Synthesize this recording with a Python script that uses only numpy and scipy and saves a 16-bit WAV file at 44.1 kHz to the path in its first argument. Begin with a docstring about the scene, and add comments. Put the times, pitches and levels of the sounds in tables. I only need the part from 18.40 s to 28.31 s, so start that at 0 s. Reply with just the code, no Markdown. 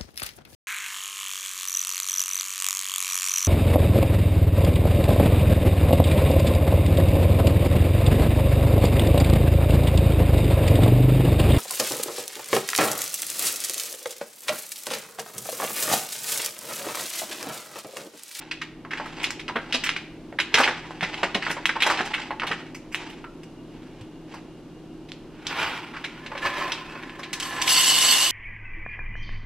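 """All along, a refrigerator hums (wavering tones over fan noise), heard at two close microphone ports.
First a stiff foil coffee bag is unrolled and opened in a kitchen: its walls snap (short bursts that ring a
panel) and rustle (clumps of tiny clicks), with soft low bumps (fading sines) and a few hollow rings.
From about 7 s the beans slide inside as the bag tips: taps drum on its resonances. Near 9 s first single
beans, then a stream, fall into a plastic hopper: random hits ring its resonances and clatter."""
import sys
import numpy as np
from scipy import signal
from scipy.fft import rfft, irfft, next_fast_len
from scipy.io import wavfile
from scipy.ndimage import uniform_filter1d, map_coordinates

SR = 44100
rng = np.random.default_rng(int(sys.argv[2]) if len(sys.argv) > 2 else 0)


def master_out(mix):
    """Clip the mix to full scale and print it as 16-bit PCM to the path in sys.argv[1]."""
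    frames = np.transpose(np.atleast_2d(mix))
    ceiling = np.clip(frames, -1, 1)
    pcm = np.round(ceiling * 32767).astype(np.int16)
    wavfile.write(sys.argv[1], SR, pcm)


N = 437031  # length in samples

# Refrigerator loudness. Each row: time in seconds, level in dB.
HUM_LEVEL = [(0.0, -46.5), (0.44, -42.5), (0.75, -40.5), (9.58, -42), (9.91, -44.5)]
# Tones of the refrigerator motor. Each row: multiple of the shaft speed, relative level in dB.
HUM_TONES = [(1, -7), (4.15, -8), (5.53, -0.5), (6, -8.5), (7.95, -8.5), (9, -3.5), (10.42, -5),
             (11.04, 2.5), (12, -2.5), (13, -3.5), (14, -9.5)]
# A thin, high tone. Each row: frequency in Hz, level in dB.
WHINE = [(2837, -67)]
# Color of the fan and room air. Each row: frequency in Hz, relative level in dB per Hz.
AIR_COLOR = [(12, -27), (20, -6), (81, -13.5), (157, -9), (191, -8.5), (253, -2.5), (599, -15), (963, -20),
             (1310, -25.5), (1500, -25.5), (1930, -29.5), (2940, -28.5), (3670, -31.5), (11800, -45.5),
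             (15600, -58)]
# How fast the kitchen echo dies. Each row: frequency in Hz, time to fall 60 dB in seconds.
ECHO_TIME = [(300, 0.13), (2000, 0.61), (5000, 0.42), (12000, 0.14)]
# Share of room sound. Each row: frequency in Hz, level in dB.
ECHO_LEVEL = [(300, -4.5), (1500, -10), (5000, -7), (12000, -8)]
# Left-right likeness of roomy sound. Each row: frequency in Hz, likeness (1 same, 0 unrelated, below 0 opposed).
LIKENESS = [(25, .997), (60, .95), (400, .96), (1300, .98), (2500, .9), (4500, .4), (8000, 0), (15000, -.2)]
# How far the right port leads the left. Each row: frequency in Hz, phase in radians.
PORT_LEAD = [(100, 0), (1500, .06), (3000, .25), (5500, 1), (8000, 1.6), (12000, 2.2), (16000, 2.4)]
# Part of the sound scattered by things close by. Each row: frequency in Hz, share from 0 to 1.
SCATTER = [(500, .04), (1500, .06), (3000, .22), (6000, .72), (12000, .85)]
# The full bag or a hand bumps the counter. 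Each row: start in seconds, bump level in dB,
# bump frequency in Hz, level in dB of the jolt of the beans inside.
THUDS = [(1.155, -33, 233, -19), (1.341, -35, 250, -21.5), (2.138, -38, 148, -17.5), (2.192, -38, 243, -13),
         (2.277, -44, 242, -19), (2.625, -31.5, 177, -21.5), (2.829, -36, 184, -15.5),
         (2.949, -31, 196, -16.5), (3.1, -36, 170, -28), (3.602, -34, 232, -22), (4.106, -38, 186, -25),
         (5.611, -37.5, 106, -53)]
# A knock leaves something hollow ringing. Each row: start in seconds, starting level in dB, frequency in Hz.
RINGS = [(1.16, -29, 1586), (3.908, -30, 848), (4.848, -38, 1367)]
# Slips of the bean heap. Each row: time at full strength in seconds, level in dB, hold in seconds.
SLIPS = [(7.17, -33.5, 0.18), (7.54, -47, 0.079), (7.66, -45.5, 0.17), (8.05, -31, 0.26),
         (8.51, -40.5, 0.06), (8.7, -45, 0.45), (9.04, -38, 0.13), (9.16, -30, 0.054), (9.3, -32.5, 0.53)]
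# Small avalanches within a slip. Each row: time at full strength in seconds, level in dB.
SURGES = [(7.131, -29), (7.195, -26), (7.232, -26), (7.276, -28), (7.35, -33), (8.063, -25.5),
          (8.18, -27.5), (8.222, -30.5)]
# Color of loose beans tumbling. Each row: frequency in Hz, relative level in dB per Hz.
BEAN_COLOR = [(210, -15), (350, -6), (466, -9.5), (591, -4), (692, -5), (1050, -0.5), (2500, -3),
              (15500, -37.5)]
# Resonances of the air and walls of the upright bag. Each row: frequency in Hz, width in Hz, relative level in dB.
UPRIGHT_BAG = [(817, 38, 17.5), (950, 53, 25), (1423, 53, 18), (2310, 78, 23), (2960, 850, 6)]
# The same once the bag lies tipped. Each row: frequency in Hz, width in Hz, relative level in dB.
TIPPED_BAG = [(584, 32, 14.5), (898, 40, 11), (1038, 37, 21), (1446, 47, 10), (1733, 42, 19),
              (2580, 59, 13)]
# Single beans ahead of the stream. 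Each row: time in seconds, level in dB.
FIRST_BEANS = [(8.93, -22), (9, -24.5), (9.025, -26), (9.216, -16.5), (9.276, -16.5)]
# The stream of beans landing in the hopper. Each row: time in seconds, level in dB.
POUR_LEVEL = [(8.99, -65), (9.03, -37), (9.2, -48), (9.26, -36), (9.28, -26), (9.38, -20.5), (9.47, -20.5),
              (9.58, -20), (9.91, -24)]
# Resonances of the plastic hopper. Each row: frequency in Hz, width in Hz, relative level in dB.
HOPPER = [(2090, 66, -3), (2814, 32, 4.5), (2940, 35, 4), (2990, 62, 5), (3500, 48, 1), (3720, 100, -1),
          (4424, 38, 4), (4490, 30, 4), (6100, 50, 0), (6720, 98, -6), (7810, 140, 6.5)]
# Color of bean hitting bean. Each row: frequency in Hz, relative level in dB per Hz.
CLATTER_COLOR = [(290, -34), (500, -21), (2440, -15), (2900, -4), (3300, -9.5), (4460, -11), (4800, -10),
                 (7830, -11), (11900, -16), (13300, -20), (15600, -85)]
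# Squeezes of the foil. Each row: time at full strength in seconds, level in dB, hold in seconds.
SQUEEZES = [(0.02, -43.5, 0.015), (0.56, -42.5, 0.26), (0.8, -39, 0.082), (1.22, -46, 0.35),
            (2.165, -26, 0.084), (2.4, -45.5, 0.22), (2.68, -38, 0.19), (3.03, -37, 0.073),
            (3.2, -45.5, 0.12), (3.44, -26.5, 0.056), (3.595, -29, 0.038), (3.8, -36.5, 0.018),
            (4.08, -38, 0.074), (4.58, -40.5, 0.1), (4.69, -52, 0.012), (5.3, -58.5, 0.31),
            (5.92, -46.5, 0.0074)]
# Color of the crackling foil. Each row: frequency in Hz, relative level in dB per Hz.
FOIL_COLOR = [(180, -21), (300, -8), (652, -5.5), (835, 4), (1070, -5), (2610, -3.5), (7500, -21.5),
              (15500, -55)]
# Snaps of the bag wall and small knocks. Each row: start in seconds, level in dB, panel frequency in Hz,
# treble in dB, suddenness in dB.
SNAPS = [(0.112, -22, 2460, -58, 1), (0.215, -24.5, 2130, -60, -4), (0.449, -34.5, 960, -34, 1),
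         (0.508, -27, 1840, -48, -4), (0.533, -23, 1640, -46, 6), (0.573, -29, 2000, -39, 2),
         (0.599, -25, 890, -50, 2), (0.657, -31, 1260, -10, -4), (0.8, -33.5, 2490, -15, 8),
         (0.83, -25, 2460, -0.5, -1), (0.842, -16.5, 2850, -21, 7), (0.906, -24.5, 2260, 4.5, 19),
         (0.995, -29, 2480, -39, 1), (1.081, -26.5, 2730, -16, 12), (1.088, -24.5, 1010, -54, 0),
         (1.158, -20, 1470, -20, -4.5), (1.325, -18, 2840, -34, 5), (1.341, -16, 2970, -42, -1),
         (1.438, -19, 2740, -2, 2), (1.462, -21, 2480, -20, -7), (1.492, -15.5, 2240, -52, 13),
         (1.564, -21.5, 2350, -47, 12), (1.926, -33.5, 587, -24, 13), (1.987, -16, 2010, -14.5, 1),
         (2.001, -15, 2570, -11, 9), (2.142, -8, 2700, -31, 8), (2.153, -16.5, 2130, -11, 0),
         (2.183, -13.5, 1510, -6.5, 2), (2.2, -12.5, 1090, -10.5, -5), (2.233, -13.5, 2520, -41, -6),
         (2.276, -15, 1500, -47, -3), (2.445, -37, 970, -32, 1), (2.508, -31, 800, -16, 9),
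         (2.609, -23.5, 2140, -56, 12), (2.624, -21, 2000, -45, -12), (2.743, -26.5, 2600, -38, 18),
         (2.774, -32, 2490, -26, -1), (2.832, -16, 2050, -55, 2), (2.946, -16, 2440, -48, -1),
         (3.021, -23, 1950, -32, -7), (3.051, -30, 2530, -30, 2), (3.065, -20, 1290, -48, 3),
         (3.096, -23, 1980, -8, -9), (3.112, -25, 2180, 0, 5), (3.167, -26.5, 970, -27, -3),
         (3.256, -12, 2780, -6, 15), (3.292, -15.5, 1720, -27, 0), (3.357, -22.5, 890, -49, -6),
         (3.404, -20.5, 2600, -23, 2), (3.422, -11.5, 2640, -8.5, 3), (3.464, -14.5, 855, -10, -2),
         (3.5, -15, 1200, -10.5, 2), (3.574, -26, 2740, -30, 9), (3.59, -19, 1500, -25, 3),
         (3.608, -20, 1510, -35, 16), (3.654, -34.5, 2470, 2, 5), (3.736, -18.5, 2190, -13, -6),
         (3.779, -27, 1600, -30, 2), (3.816, -31, 2280, -38, 1), (3.907, -23, 850, -25, 4),
         (3.998, -23.5, 2300, -19, 12), (4.019, -23, 1400, -35, 10), (4.033, -21, 960, -42, 1),
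         (4.068, -25, 2840, -7, 1), (4.114, -18.5, 1820, -20, 2), (4.346, -33.5, 2320, 0.5, -4),
         (4.518, -38.5, 2340, -0.5, -17), (4.546, -19, 2700, -4.5, 13), (4.694, -38, 2500, -3, -11),
         (4.842, -33, 1160, -24, 5), (5.034, -43, 2980, 2, 15), (5.61, -45, 2960, -3, 3),
         (5.94, -34, 1000, -8.5, 2), (6.687, -43, 3060, -8, 0), (6.719, -32.5, 3460, -25, 24),
         (7.068, -22, 3600, -6, 9), (7.111, -32, 1420, -34, 7), (7.537, -34, 1460, -27, -9),
         (7.563, -29.5, 1470, -45, -8), (7.641, -24, 2280, -40, -2), (7.863, -30.5, 2460, -16, 9),
         (7.917, -28, 870, -46, -1), (7.95, -28, 890, -44, -6), (7.977, -29.5, 2700, -13, 9),
         (8.32, -20.5, 3080, -33, 7), (8.553, -33.5, 1030, -40, 2), (8.634, -32.5, 1890, -40, 9),
         (8.696, -35.5, 2420, -17, 17), (8.788, -33, 1020, -7.5, -6), (8.832, -29.5, 2470, -41, -1)]

SHAFT_HZ = 28.59  # refrigerator motor speed
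TOP_HZ = 15750  # nothing is kept above this
JOLT_HZ, JOLT_WIDTH_HZ, JOLT_T60_S = 563, 810, 0.087  # dull crunch of packed beans
RING_T60_S = 0.25
SLIP_RISE, SLIP_FALL = 107, 77  # dB per second
SURGE_RISE, SURGE_FALL = 280, 240  # dB per second
SQUEEZE_RISE, SQUEEZE_FALL = 380, 130  # dB per second
# The bag tips; its lowest resonance drops out as the heap settles, and returns higher as beans leave.
TIP_S, SETTLE_S, SPILL_S, SPILL_HZ = 7.8, 8.3, 8.6, 801
BEAN_HZ, BEAN_TREBLE_DB, BEAN_SUDDEN_DB = 3260, 2, 3  # crack of a lone bean
BEAN_RING_DB = 25.5  # how hard a lone bean sets the empty hopper ringing
THUMP_DB, THUMP_DB_PER_OCTAVE = -11, -5.5  # body of the full bag under a 1 kHz panel; less under higher ones
SNAP_TOP_HZ = 7900  # cracks are dull above this
ROLLOFF_HZ = 10900  # gentle lowpass over the finished burst
HOLLOW_HZ = 2000  # panels below this ring more clearly
SNAP_T60_S, SNAP_RISE_S = 0.093, 0.00068  # the rise is slower the less sudden the snap


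def amp(db):
    """Gain of a level in dB."""
    return 10 ** (np.asarray(db) / 20)


def unit(x):
    """Scale x to an average strength (rms) of 1."""
    return x / np.sqrt(np.mean(x ** 2) + 1e-20)


def along(points, hz):
    """Read a table of (Hz, value) points at any frequency, on a log axis."""
    f, value = np.transpose(points)
    return np.interp(np.log(hz + 1), np.log(f + 1), value)


def level_curve(points):
    """Join (seconds, dB) points into one level per sample; silent outside the table."""
    s, level_db = np.transpose(points)
    return np.interp(np.arange(N) / SR, s, level_db, left=-120, right=-120)


def wobble(rate):
    """A smooth random curve with rate knots a second."""
    knots = rng.standard_normal(int(N * rate / SR) + 4)
    return map_coordinates(knots, [np.arange(N) * rate / SR])


def swells(rows, rise, fall):
    """Gain of overlapping movements: each rises, holds and falls away."""
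    t = np.arange(N) / SR
    power = 0
    for s, db, hold in rows:
        before, after = np.maximum(s - t, 0), np.maximum(t - s - hold, 0)
        power = power + amp(db - rise * before - fall * after) ** 2
    return np.sqrt(power)


def clicks(rate, spread_db):
    """Random clicks of scattered strength, rate of them a second."""
    count = round(rate * N / SR)
    at = rng.integers(N, size=count)
    size = rng.standard_normal((2, count))
    strength = np.sign(size[0]) * amp(spread_db * np.clip(size[1], -2, 2))
    return unit(np.bincount(at, strength, N))


def filtered(x, response):
    """Shape the spectrum of x by a response, which is a function of frequency."""
    m = next_fast_len(x.shape[-1] + 8192)
    return irfft(rfft(x, m) * response(np.fft.rfftfreq(m, 1 / SR)), m)[..., :x.shape[-1]]


def band(f, hz, width):
    """One resonance, which rings on after being struck."""
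    return 1j * f * width / (hz * hz - f * f + 1j * f * width)


def modes(table):
    """Response of a body with several resonances, added with alternating signs."""
    return lambda f: sum((-1) ** k * amp(db) * band(f, hz, w) for k, (hz, w, db) in enumerate(table))


def spread(pair):
    """Two unrelated signals as sound from all around, as alike at both ports as LIKENESS says."""
    def mix(f):
        turn = np.arccos(np.clip(along(LIKENESS, f), -1, 1)) / 2
        return np.array([np.cos(turn), np.sin(turn)])
    mid, side = filtered(pair, mix)
    return np.array([mid + side, mid - side])


def in_turns(x, tails, rate):
    """The source moves about: stereo echo tails fade into one another, rate changes a second."""
    turn, count = np.arange(N) / SR * rate, len(tails)
    out = 0
    for k, tail in enumerate(tails):
        distance = np.abs((turn - k + count / 2) % count - count / 2)
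        share = np.cos(np.pi / 2 * np.minimum(distance, 1))
        tail = tail / np.linalg.norm(tail, axis=1, keepdims=True)
        out = out + signal.oaconvolve((x * share)[None], tail, axes=1)[:, :N]
    return out


def fridge():
    """A motor hums at unsteady multiples of its speed, over fan noise and a thin whine."""
    t = np.arange(N) / SR
    hum = 0
    for k, db in HUM_TONES:
        level = amp(db + 1.3 * wobble(4))
        apart = .14 * wobble(4) * np.array([[1], [-1]])  # the two ports drift in opposite directions
        phase = 0.25 * wobble(4) + min(k / 3, 1) * apart
        hum = hum + level * np.sin(2 * np.pi * k * SHAFT_HZ * t + phase)
    whine = 0
    for hz, db in WHINE:
        whine = whine + amp(db + 5.0 * wobble(21)) * np.sin(2 * np.pi * hz * t + 2.2 * wobble(16))
    noise = rng.standard_normal((2, N))
    air = unit(spread(filtered(noise, lambda f: amp(along(AIR_COLOR, f)))))
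    return amp(level_curve(HUM_LEVEL)) * (0.73 * unit(hum) + 0.64 * air) + whine


def kitchen(x, count=3):
    """Tiles and cupboards answer with fading noise tails; each frequency dies at its own speed."""
    hz, t, z = signal.stft(rng.standard_normal((count, 2, SR // 2)), SR, nperseg=256)
    z = z * amp(-60 * t / along(ECHO_TIME, hz)[:, None])
    z = z / np.linalg.norm(z, axis=-1, keepdims=True)
    tails = signal.istft(z, SR, nperseg=256)[1]
    late = np.pad(x, (60, 0))[:N]  # the echo starts 60 samples late
    echo = in_turns(late, tails, rate=3.1)
    return spread(filtered(echo, lambda f: amp(along(ECHO_LEVEL, f))))


def ports(x, count=6):
    """Sound from the right reaches the left port later and weaker; scattered treble differs between them."""
    def straight(f):
        lead = np.exp(np.array([[-.5j], [.5j]]) * along(PORT_LEAD, f))
        return np.sqrt(1 - along(SCATTER, f) ** 2) * lead
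    t = np.arange(SR // 50) / SR
    bounces = rng.standard_normal((count, 2, len(t))) * amp(-60 * t / 0.018)
    bounced = in_turns(x, bounces, rate=37)
    scattered = filtered(bounced, lambda f: along(SCATTER, f))
    return amp([[-.45], [.45]]) * (filtered(x, straight) + scattered)


def thuds():
    """Soft low bumps that die in a few cycles; the packed beans crunch dully with each."""
    out, t = np.zeros(N + SR), np.arange(SR // 4) / SR
    for s, db, hz, jolt_db in THUDS:
        bump = amp(db + 6.0 - 60 * t / 0.11) * (1 - np.exp(-t / 0.0014)) * np.sin(2 * np.pi * hz * t)
        noise = rng.standard_normal(len(t))
        crunch = unit(filtered(noise, lambda f: band(f, JOLT_HZ, JOLT_WIDTH_HZ) ** 2))
        jolt = amp(jolt_db - 60 * t / JOLT_T60_S) * (1 - np.exp(-t / 0.0039)) * crunch
        out[round(s * SR):][:len(t)] += bump + jolt
    return out[:N]


def rings():
    """A single slightly unsteady tone fades after the knock."""
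    out, t = np.zeros(N + SR), np.arange(SR // 2) / SR
    for s, db, hz in RINGS:
        tone = np.sin(2 * np.pi * hz * t + 2.3 * wobble(47)[:len(t)])
        out[round(s * SR):][:len(t)] += amp(db - 60 * t / RING_T60_S) * tone
    return out[:N]


def slide():
    """Beans tumble over each other and drum on the hollow bag, whose resonances change as it tips."""
    taps = clicks(2500, spread_db=3) * amp(1.8 * wobble(70))
    settled = TIPPED_BAG[1:]
    spilling = [(SPILL_HZ, *TIPPED_BAG[0][1:])] + settled
    bodies = (UPRIGHT_BAG, TIPPED_BAG, settled, spilling)
    stage = np.searchsorted([TIP_S, SETTLE_S, SPILL_S], np.arange(N) / SR)
    drum = np.choose(stage, [unit(filtered(taps, modes(body))) for body in bodies])
    loose = unit(filtered(taps, lambda f: amp(along(BEAN_COLOR, f))))
    slips = swells(SLIPS, SLIP_RISE, SLIP_FALL)
    surges = swells([(s, db, 0) for s, db in SURGES], SURGE_RISE, SURGE_FALL)
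    return np.hypot(slips, surges) * (0.61 * drum + 0.77 * loose)


def pour():
    """A stream of beans: each lands on its own spot, so each hopper mode flares at its own moments."""
    ring = 0
    for hz, width, db in HOPPER:
        hits = clicks(900, spread_db=0.5)
        ring = ring + amp(db) * unit(filtered(hits, lambda f: band(f, hz, width)))
    clatter = unit(filtered(clicks(2600, spread_db=2.5), lambda f: amp(along(CLATTER_COLOR, f))))
    flow = amp(level_curve(POUR_LEVEL) + 1.3 * wobble(22) + wobble(100))
    s, db = np.transpose(FIRST_BEANS)
    lone_hits = np.bincount(np.round(s * SR).astype(int), amp(db + BEAN_RING_DB), N)
    lone = filtered(lone_hits, modes(HOPPER))
    return flow * (0.94 * unit(ring) + 1.03 * clatter) + lone


def rustle():
    """Bending foil gives off clumps of tiny crackles."""
    grains = clicks(2000, spread_db=3.5) * amp(3.5 * np.clip(wobble(60), -2, 1.6))
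    crackle = unit(filtered(grains, lambda f: amp(along(FOIL_COLOR, f))))
    return swells(SQUEEZES, SQUEEZE_RISE, SQUEEZE_FALL) * crackle


def snaps():
    """A crease buckles: a crack, then clumped slips ring the panel and shake the bag; lone beans crack alike."""
    drops = [(s, db, BEAN_HZ, BEAN_TREBLE_DB, BEAN_SUDDEN_DB) for s, db in FIRST_BEANS]
    s, db, hz, treble_db, sudden_db = np.transpose(SNAPS + drops)[:, :, None]  # one row per snap
    t = np.arange(SR // 8) / SR
    noise = rng.standard_normal((len(s), 2, len(t)))
    clumps = amp(2.07 * unit(uniform_filter1d(noise[:, 1], size=70)))
    rise = 1 - np.exp(-t * amp(2 * sudden_db) / SNAP_RISE_S)
    slips = noise[:, 0] * clumps * amp(-60 * t / SNAP_T60_S) * rise
    crack = 1.56 * amp(sudden_db - 60 * t / 0.00058) * np.sign(noise[:, 0, :1])
    thump_db = THUMP_DB + THUMP_DB_PER_OCTAVE * np.log2(hz / 1000)

    def body(f):
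        hollow = HOLLOW_HZ / hz
        clear = hollow * band(f, hz, 0.037 * hz) * band(f, hz, 1.0 * hz)
        broad = 2.0 * band(f, hz, 1.065 * hz) ** 2
        boxy = 0.11 * hollow ** 2 * band(f, 1460, 1140) ** 2
        thump = amp(thump_db) * 3 * band(f, 619, 127) ** 2
        dulled = (clear + broad + boxy + thump) / (1 + 1j * f / SNAP_TOP_HZ) ** 2
        tick = amp(treble_db) * 1.01 * band(f, 4700, 4400) ** 2
        return dulled + tick

    burst = filtered(slips + crack, body)
    burst = filtered(burst, lambda f: 1 / (1 + 1j * f / ROLLOFF_HZ - (f / ROLLOFF_HZ) ** 2))
    # set each level by the first 10 ms, whose average strength lies well under the peak
    burst *= 0.66 / np.sqrt(np.mean(burst[:, :SR // 100] ** 2, axis=1, keepdims=True))
    at = (np.round(s * SR).astype(int) + np.arange(len(t))).ravel()
    return np.bincount(at, (amp(db) * burst).ravel(), N + SR)[:N]


def scene():
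    """Bag, beans and hopper close by, in the kitchen's echo and the refrigerator's hum."""
    near = thuds() + rings() + slide() + pour() + rustle() + snaps()
    return fridge() + kitchen(near) + ports(near)


def record(dry):
    """Turn everything down slightly, round off the very loudest peaks and keep nothing above TOP_HZ."""
    rounded = dry / (2 + 2 * dry ** 10) ** (1 / 10)
    return filtered(rounded, lambda hz: hz < TOP_HZ)


dry = scene()
out = record(dry)
master_out(out)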